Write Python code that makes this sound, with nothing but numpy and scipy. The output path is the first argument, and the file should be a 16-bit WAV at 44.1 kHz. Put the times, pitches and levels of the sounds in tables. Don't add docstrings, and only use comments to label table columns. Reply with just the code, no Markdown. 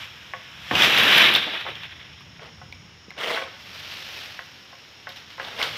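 import sys
import numpy as np
from scipy import signal
from scipy.fft import rfft, irfft
from scipy.io import wavfile
from scipy.ndimage import uniform_filter1d

SR = 44100
rng = np.random.default_rng(int(sys.argv[2]) if len(sys.argv) > 2 else 0)


def materialize(psi):
    bounded = np.clip(np.atleast_2d(psi).T, -1, 1)
    quanta = np.round(bounded * 32767).astype(np.int16)
    wavfile.write(sys.argv[1], SR, quanta)


N = 254456
T = np.arange(N) / SR
LAND_S, REST_S = 0.711, 1.36
STALK_RISE_S = 0.0013


def falling_frond():
    # (frequency [Hz], relative level per Hz [dB])
    leaf_colour = [(200, -56), (500, -15), (1000, -10.5), (1500, -5.5), (2000, -6.5), (2400, -3),
                   (3350, -1), (4400, -16), (5600, -21), (6500, -33), (9000, -36), (12500, -27),
                   (15700, -36.5)]
    # (frequency [Hz], relative level per Hz [dB])
    stalk_colour = [(30, -24), (70, -15), (125, -2.5), (200, 0.5), (400, 0), (700, -4), (1200, -3),
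                    (2500, -53)]
    whip_hz, whip_width_hz, whip_db = 6600, 3800, 2.5
    muffle = 0.4

    slaps = crackle(per_s=12000, spread_db=2.5, clump_db=0.8, clump_hz=220)
    leaves = unit(colour(slaps, leaf_colour))
    scrapes = crackle(per_s=2500, spread_db=1.5, clump_db=1.4, clump_hz=50)
    stalk = unit(colour(scrapes, stalk_colour))

    grounded = np.clip((T - LAND_S) / (REST_S - LAND_S), 0, 1)
    whip = ring(ring(leaves, whip_hz, whip_width_hz), whip_hz, whip_width_hz)
    whip *= amp(whip_db) * (1 - grounded)
    lost_treble = muffle * treble(leaves) * grounded ** 4
    leaves = (leaves + whip - lost_treble) * amp(-2 * grounded)
    ticks = leaflet_ticks() * amp(-9 + 5 * grounded)
    weight = swell(LAND_S, db=-30, rise_s=STALK_RISE_S, hold_s=0.58, fade_db_per_s=81)
    return amp(-0.7) * (leaves + ticks) * leaflet_force() + stalk * weight


def leaflet_force():
    # (middle [s], level before a small final cut [dB], spread either side [s])
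    bunch_rows = [(0.0, -36, 0.059), (0.841, -13, 0.026), (1, -19, 0.02), (1.189, -13.5, 0.1),
                  (1.365, -19, 0.017), (1.543, -31.5, 0.038), (1.688, -34, 0.017)]
    flutter_db, flutter_hz = 2.5, 28.6

    rush = amp(-35.5 - 90 * abs(T - LAND_S))
    flight = together([amp(-45), rush]) * (T < REST_S)
    plough = swell(LAND_S, db=-18, rise_s=0.087, hold_s=0.46, fade_db_per_s=110)
    settle = swell(LAND_S, db=-29, rise_s=STALK_RISE_S, hold_s=REST_S - LAND_S, fade_db_per_s=26.5)
    settle *= amp(flutter_db * wander(flutter_hz))
    bunches = [amp(db) * np.exp(-((T - s) / spread_s) ** 2 / 2) for s, db, spread_s in bunch_rows]
    return together([flight, plough, settle] + bunches)


def leaflet_ticks(per_s=800, t60=0.01, count=24):
    t, out = np.arange(SR // 20) / SR, np.zeros(N)
    for hz in np.geomspace(1600, 3900, count) * rng.uniform(.98, 1.02, count):
        note = np.sin(2 * np.pi * hz * t) * t * amp(-60 * t / t60)
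        flicks = crackle(per_s / count, spread_db=0.9, clump_db=0.18, clump_hz=25)
        out += signal.oaconvolve(flicks, note)[:N]
    return unit(out)


def crown():
    # (frequency [Hz], relative level per Hz [dB])
    swish_colour = [(120, -20), (260, -13.5), (540, -5), (1000, -6), (1600, -1), (3100, 3), (4400, -3),
                    (5500, -6), (7000, -20), (9000, -27.5), (13000, -19), (15700, -27)]
    # (start [s], level [dB], rise [s], hold [s])
    sag_rows = [(3.28, -38.5, 0.76, 0.19), (5.152, -33.5, 0.96, 0.1)]
    # (time [s], level [dB])
    shake_rows = [(3.735, -40.5), (3.91, -40), (4.17, -38), (5.085, -41), (5.156, -40.5), (5.295, -44),
                  (5.435, -43), (5.632, -29.5)]
    linger_db = -12.5

    slides = crackle(per_s=16000, spread_db=4.0, clump_db=0.9, clump_hz=108)
    leaves = patchy(colour(slides, swish_colour), depth_db=0.7)
    first_start, _, first_rise, first_hold = sag_rows[0]
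    hanging = np.clip(T - first_start - first_rise - first_hold, 0, 1)
    leaves = leaves - 0.2 * hanging * treble(leaves)

    sags = [swell(s, db, rise, hold, fade_db_per_s=50) for s, db, rise, hold in sag_rows]
    lingering = [swell(s, db + linger_db, rise, hold, fade_db_per_s=0.5) for s, db, rise, hold in sag_rows]
    shakes = [swell(s, db, rise_s=0.0065, hold_s=0, fade_db_per_s=163) for s, db in shake_rows]
    return leaves * together(sags + lingering + shakes)


def sickle():
    # (start [s], level of the pull's force [dB], rise [s], hold [s], fade [dB per s])
    pulls = [(2.378, -46, 0.056, 0.008, 121), (3.149, -27.5, 0.15, 0.048, 121),
             (5.376, -40.5, 0.025, 0.68, 150), (5.571, -27, 0.039, 0.019, 500)]
    # (frequency [Hz], relative level per Hz [dB])
    pull_colour = [(70, -37), (150, -14), (320, -11), (470, -4), (800, -4.5), (1200, -3.5), (2000, -7),
                   (3300, -6), (4400, -13.5), (5500, -17), (7000, -29), (12500, -32), (15700, -32)]
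    # (pitch as a pull starts [Hz], width [Hz], level before it weakens [dB])
    wet_stalk = [(435, 30, 6), (584, 77, 0.5), (1910, 270, 2), (2870, 360, -2)]
    stiffen_per_s = 0.65
    rough_db, rough_hz = 1.07, 34.6

    fine = crackle(per_s=7000, spread_db=2.4, clump_db=1, clump_hz=200)
    thick = crackle(per_s=170, spread_db=1.5, clump_db=1, clump_hz=30)
    breaks = colour(unit(fine + amp(-6) * thick), pull_colour)

    starts = np.array([pull[0] for pull in pulls])
    since_start = np.clip(T - starts[np.searchsorted(starts, T) - 1], 0, .5)
    climb = 1 + stiffen_per_s * since_start
    wood = sum(amp(db) * moving_ring(breaks, hz * climb, width) for hz, width, db in wet_stalk)
    rasp = breaks + wood * np.interp(T, [3.5, 5.3], [1, .2])

    second_swells = [swell(s, db - 1.5, rise_s=0.087, hold_s=0, fade_db_per_s=260) for s, db, *_ in pulls]
    force = together([swell(*pull) for pull in pulls] + second_swells)
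    force = force * amp(rough_db * wander(rough_hz))
    return soften(patchy(rasp, depth_db=2), force, bright_db=-39.5, share=0.98) * force


def pole():
    # (time [s], level before the pole's filtering [dB],
    # starting pitch of the crack [Hz], hollow body relative to the crack [dB])
    knocks = [(0.3358, -18.5, 2110, -3.5), (0.711, -11, 1880, -4), (1.6652, -21, 1390, 0),
              (2.394, -32, 2300, -7), (2.615, -37, 1510, 4), (3.114, -35, 1830, -7),
              (3.374, -15.5, 1760, -4), (3.415, -27.5, 1900, 3.5), (4.391, -21, 1850, -7.5),
              (4.728, -36.5, 1500, 0.5), (5.0705, -22, 1660, -4), (5.381, -31, 1590, 0),
              (5.398, -18, 1780, -5)]
    # (average pitch [Hz], relative level [dB], time to fall 60 dB without the grip [s])
    tube_notes = [(534, -20, 0.44), (705, -16, 0.24), (850, -14.5, 0.065), (1083, -8, 0.1),
                  (1240, -17, 0.085), (1513, -10, 0.098), (1695, -15, 0.089), (2006, -8.5, 0.06)]
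    clatter_colour = [(250, -35), (600, -4), (2000, -2), (3200, 8), (6000, -31), (10000, -71)]  # (Hz, dB)
    tube_db, grip_db_per_s = 1.5, 128
    clatter_db, clatter_t60 = -17, 0.15

    out, t = np.zeros(N), np.arange(SR // 4) / SR
    for s, db, hz, body_db in knocks:
        crack = contact(t, hz, peak_s=0.00055)
        blow = crack + amp(body_db) * contact(t, hz=960, peak_s=0.00049)
        tube = np.zeros(len(t))
        for note_hz, note_db, t60 in tube_notes:
            gain = amp(note_db + 2 * rng.standard_normal() - 60 * t / t60) * rng.choice([-1, 1])
            tube += gain * np.sin(2 * np.pi * note_hz * rng.uniform(0.97, 1.03) * t)
        tube *= (1 - np.exp(-t / .003)) * amp(body_db + tube_db - grip_db_per_s * t)
        clatter = unit(colour(rng.standard_normal(len(t)), clatter_colour))
        clatter *= amp(clatter_db - 60 * t / clatter_t60)
        add(out, s, amp(db) * (blow + tube + clatter))
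        add(out, s + rng.uniform(0.00215, 0.0056), amp(db - 11) * blow)
    return band(out, 450, 2630, order=4)


def snaps():
    # (time [s], peak level [dB], pitch [Hz], treble relative to the note [dB])
    snap_rows = [(0.7528, -9, 2610, -34), (0.9763, -6, 1960, -23), (0.985, -18, 3044, 7),
                 (1.034, -20, 2970, 6), (1.18, -3.5, 2900, -12.5), (1.217, -5, 3070, -44),
                 (1.339, -15, 3070, -5), (1.35, -5.5, 3440, -38), (1.3608, -8, 2860, -12.5),
                 (1.7536, -27, 2860, -29), (1.8336, -26, 2900, -27), (2.0275, -34, 3100, -35),
                 (2.207, -37, 1140, -18), (2.7248, -28, 2230, -26), (3.105, -28.5, 2100, -25),
                 (5.091, -31, 3200, -11), (5.447, -25.5, 3430, -25), (5.6145, -15, 2130, -32),
                 (5.627, -11, 3010, -21), (5.631, -13.5, 3100, -26)]
    dry_db = -21.5
    crack_t60, fray_t60 = 0.012, 0.07

    out, t = np.zeros(N), np.arange(SR // 8) / SR
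    for s, db, hz, treble_db in snap_rows:
        dryness = amp(min(treble_db - dry_db, 0) / 2)
        onset = 1 - np.exp(-t * dryness ** 2 / 0.00012)
        fall = amp(-60 * t / crack_t60) + amp(-16 - 60 * t / fray_t60)
        burst = rng.standard_normal(len(t)) * onset * fall
        note = unit(ring(ring(burst, hz, 0.24 * hz), hz, 0.24 * hz))
        click = amp(-3) * dryness * unit(band(burst, 500, 4600, order=4))
        spit = amp(treble_db) * unit(ring(burst, 13000, 1900))
        crack = note + click + spit
        add(out, s, amp(db) * crack / abs(crack).max())
    return out


def thuds():
    # (time [s], peak level [dB], upper edge [Hz], time to fall 60 dB [s])
    thud_rows = [(0.712, -20.5, 810, 0.017), (0.714, -29, 163, 0.51), (1.466, -27.5, 910, 0.18),
                 (1.535, -27, 1267, 0.2), (1.652, -30, 1000, 0.15), (1.682, -29, 870, 0.17),
                 (3.082, -35, 254, 0.033), (3.177, -37, 766, 0.17)]
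    out, t = np.zeros(N), np.arange(SR // 3) / SR
    for s, db, hz, t60 in thud_rows:
        push = rng.standard_normal(len(t)) * amp(-60 * t / t60)
        blow = band(push, hz / 3, hz, order=2)
        add(out, s, amp(db) * blow / abs(blow).max())
    return out


def grove(x):
    # (frequency [Hz], time to fall 60 dB [s])
    echo_times = [(150, 0.38), (1000, 0.48), (3000, 0.92), (7000, 0.75), (14000, 0.15)]
    taps = rng.standard_normal(SR) * (rng.random(SR) < 2500 / SR) * (T[:SR] > .006)
    hz, t, z = signal.stft(taps, SR, nperseg=256)
    fall = amp(-60 * t / read(echo_times, hz)[:, None])
    tail = signal.istft(z * fall, SR, nperseg=256)[1]
    return signal.oaconvolve(x, tail / np.linalg.norm(tail))[:N]


def plantation():
    # (frequency [Hz], relative level per Hz [dB])
    air_colour = [(120, -12), (270, -0.5), (600, -5.5), (1000, -4), (2700, -3.5), (3500, -3), (4400, -12),
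                  (5500, -12), (7600, -31), (15700, -37)]
    # (middle [Hz], spread either side [Hz], average level [dB])
    insects = [(5353, 310, -57), (6580, 250, -70), (2900, 170, -62)]
    # (time [s], level [dB])
    rumble_course = [(0, -50), (1.5, -54.5), (2.2, -48.5), (2.7, -49), (3.1, -53), (4.9, -56.5),
                     (5.77, -48.5)]
    # (frequency [Hz], relative level per Hz [dB])
    rumble_colour = [(25, -16), (50, -13.5), (78, 1.5), (110, -0.5), (150, -2), (220, -8), (600, -47.5)]

    air = amp(-52) * unit(colour(rng.standard_normal(N), air_colour))
    hz, chorus = np.fft.rfftfreq(N, 1 / SR), np.zeros(N)
    for middle_hz, spread_hz, db in insects:
        shape = np.exp(-((hz - middle_hz) / spread_hz) ** 2 / 2)
        song = unit(irfft(rfft(rng.standard_normal(N)) * shape, N))
        chorus += amp(db + 0.15 * wander(38)) * song
    rumble = unit(colour(rng.standard_normal(N), rumble_colour))
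    rumble_db = np.interp(T, *np.transpose(rumble_course)) - 2 + 2 * wander(1.5)
    return air + chorus + rumble * amp(rumble_db)


def amp(db):
    return 10 ** (np.asarray(db) / 20)


def unit(x):
    return x / np.sqrt(np.mean(x ** 2) + 1e-20)


def read(points, hz):
    f, value = np.transpose(points)
    return np.interp(np.log(hz + 1), np.log(f + 1), value)


def add(mix, s, sound):
    part = mix[max(round(s * SR), 0):][:len(sound)]
    part += sound[:len(part)]


def colour(x, points):
    hz = abs(np.fft.fftfreq(4096, 1 / SR))
    log_gain = np.log(amp(np.maximum(read(points, hz), -100)))
    taps = np.fft.ifft(np.exp(np.conj(signal.hilbert(log_gain)))).real
    return signal.oaconvolve(x, taps[:len(taps) // 2])[:len(x)]


def band(x, low_hz, high_hz, order):
    return signal.sosfilt(signal.butter(order, [low_hz, high_hz], "band", fs=SR, output="sos"), x)


def treble(x):
    return signal.sosfiltfilt(signal.butter(2, 7000, "high", fs=SR, output="sos"), x)


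def ring(x, hz, width_hz):
    return signal.lfilter(*signal.iirpeak(hz, hz / width_hz, SR), x)


def moving_ring(x, hz, width_hz):
    turn = np.exp(2j * np.pi * np.cumsum(hz) / SR)
    r = np.exp(-np.pi * width_hz / SR)
    return 2 * (turn * signal.lfilter([1 - r], [1, -r], x / turn)).real


def contact(t, hz, peak_s):
    envelope = t / peak_s * np.exp(1 - t / peak_s)
    return envelope * np.cos(2 * np.pi * hz * t / (1 + t / 0.022))


def wander(rate):
    slow = 1 / (1 + (np.fft.rfftfreq(N, 1 / SR) / rate) ** 4)
    return unit(irfft(rfft(rng.standard_normal(N)) * slow, N))


def crackle(per_s, spread_db, clump_db, clump_hz):
    clicks = (rng.random(N) < per_s / SR) * rng.choice([-1., 1.], N)
    sizes_db = spread_db * np.minimum(rng.exponential(1, N), 4)
    return unit(clicks * amp(sizes_db + clump_db * wander(clump_hz)))


def patchy(x, depth_db):
    z = signal.stft(x, nperseg=256)[2]
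    field = uniform_filter1d(rng.standard_normal(z.shape), size=5, axis=0)
    field = unit(uniform_filter1d(field, size=5, axis=1))
    return unit(signal.istft(z * amp(depth_db * field), nperseg=256)[1][:N])


def swell(start, db, rise_s, hold_s, fade_db_per_s):
    t = T - start
    rise = np.sin(np.pi / 2 * np.clip(t / rise_s, 0, 1)) ** 2
    return rise * amp(db - fade_db_per_s * np.maximum(t - rise_s - hold_s, 0))


def together(gains):
    return np.sqrt(sum(gain ** 2 for gain in gains))


def soften(x, force, bright_db, share):
    return x - share * treble(x) * np.exp(-force / amp(bright_db))


def scene():
    rustle = falling_frond() + crown() + sickle()
    hits = pole() + snaps() + thuds()
    echo = grove(amp(-16) * rustle + amp(-10) * hits)
    return (rustle + hits + echo + plantation())[None]


def record(dry):
    thin = signal.sosfilt(signal.butter(2, 50, "high", fs=SR, output="sos"), dry)
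    held = thin / (1 + thin ** 8) ** (1 / 8)
    low_pass = signal.firwin(511, 15650, window=("kaiser", 9), fs=SR)
    return signal.oaconvolve(held, low_pass[None], "same")


dry = scene()
out = record(dry)
materialize(out)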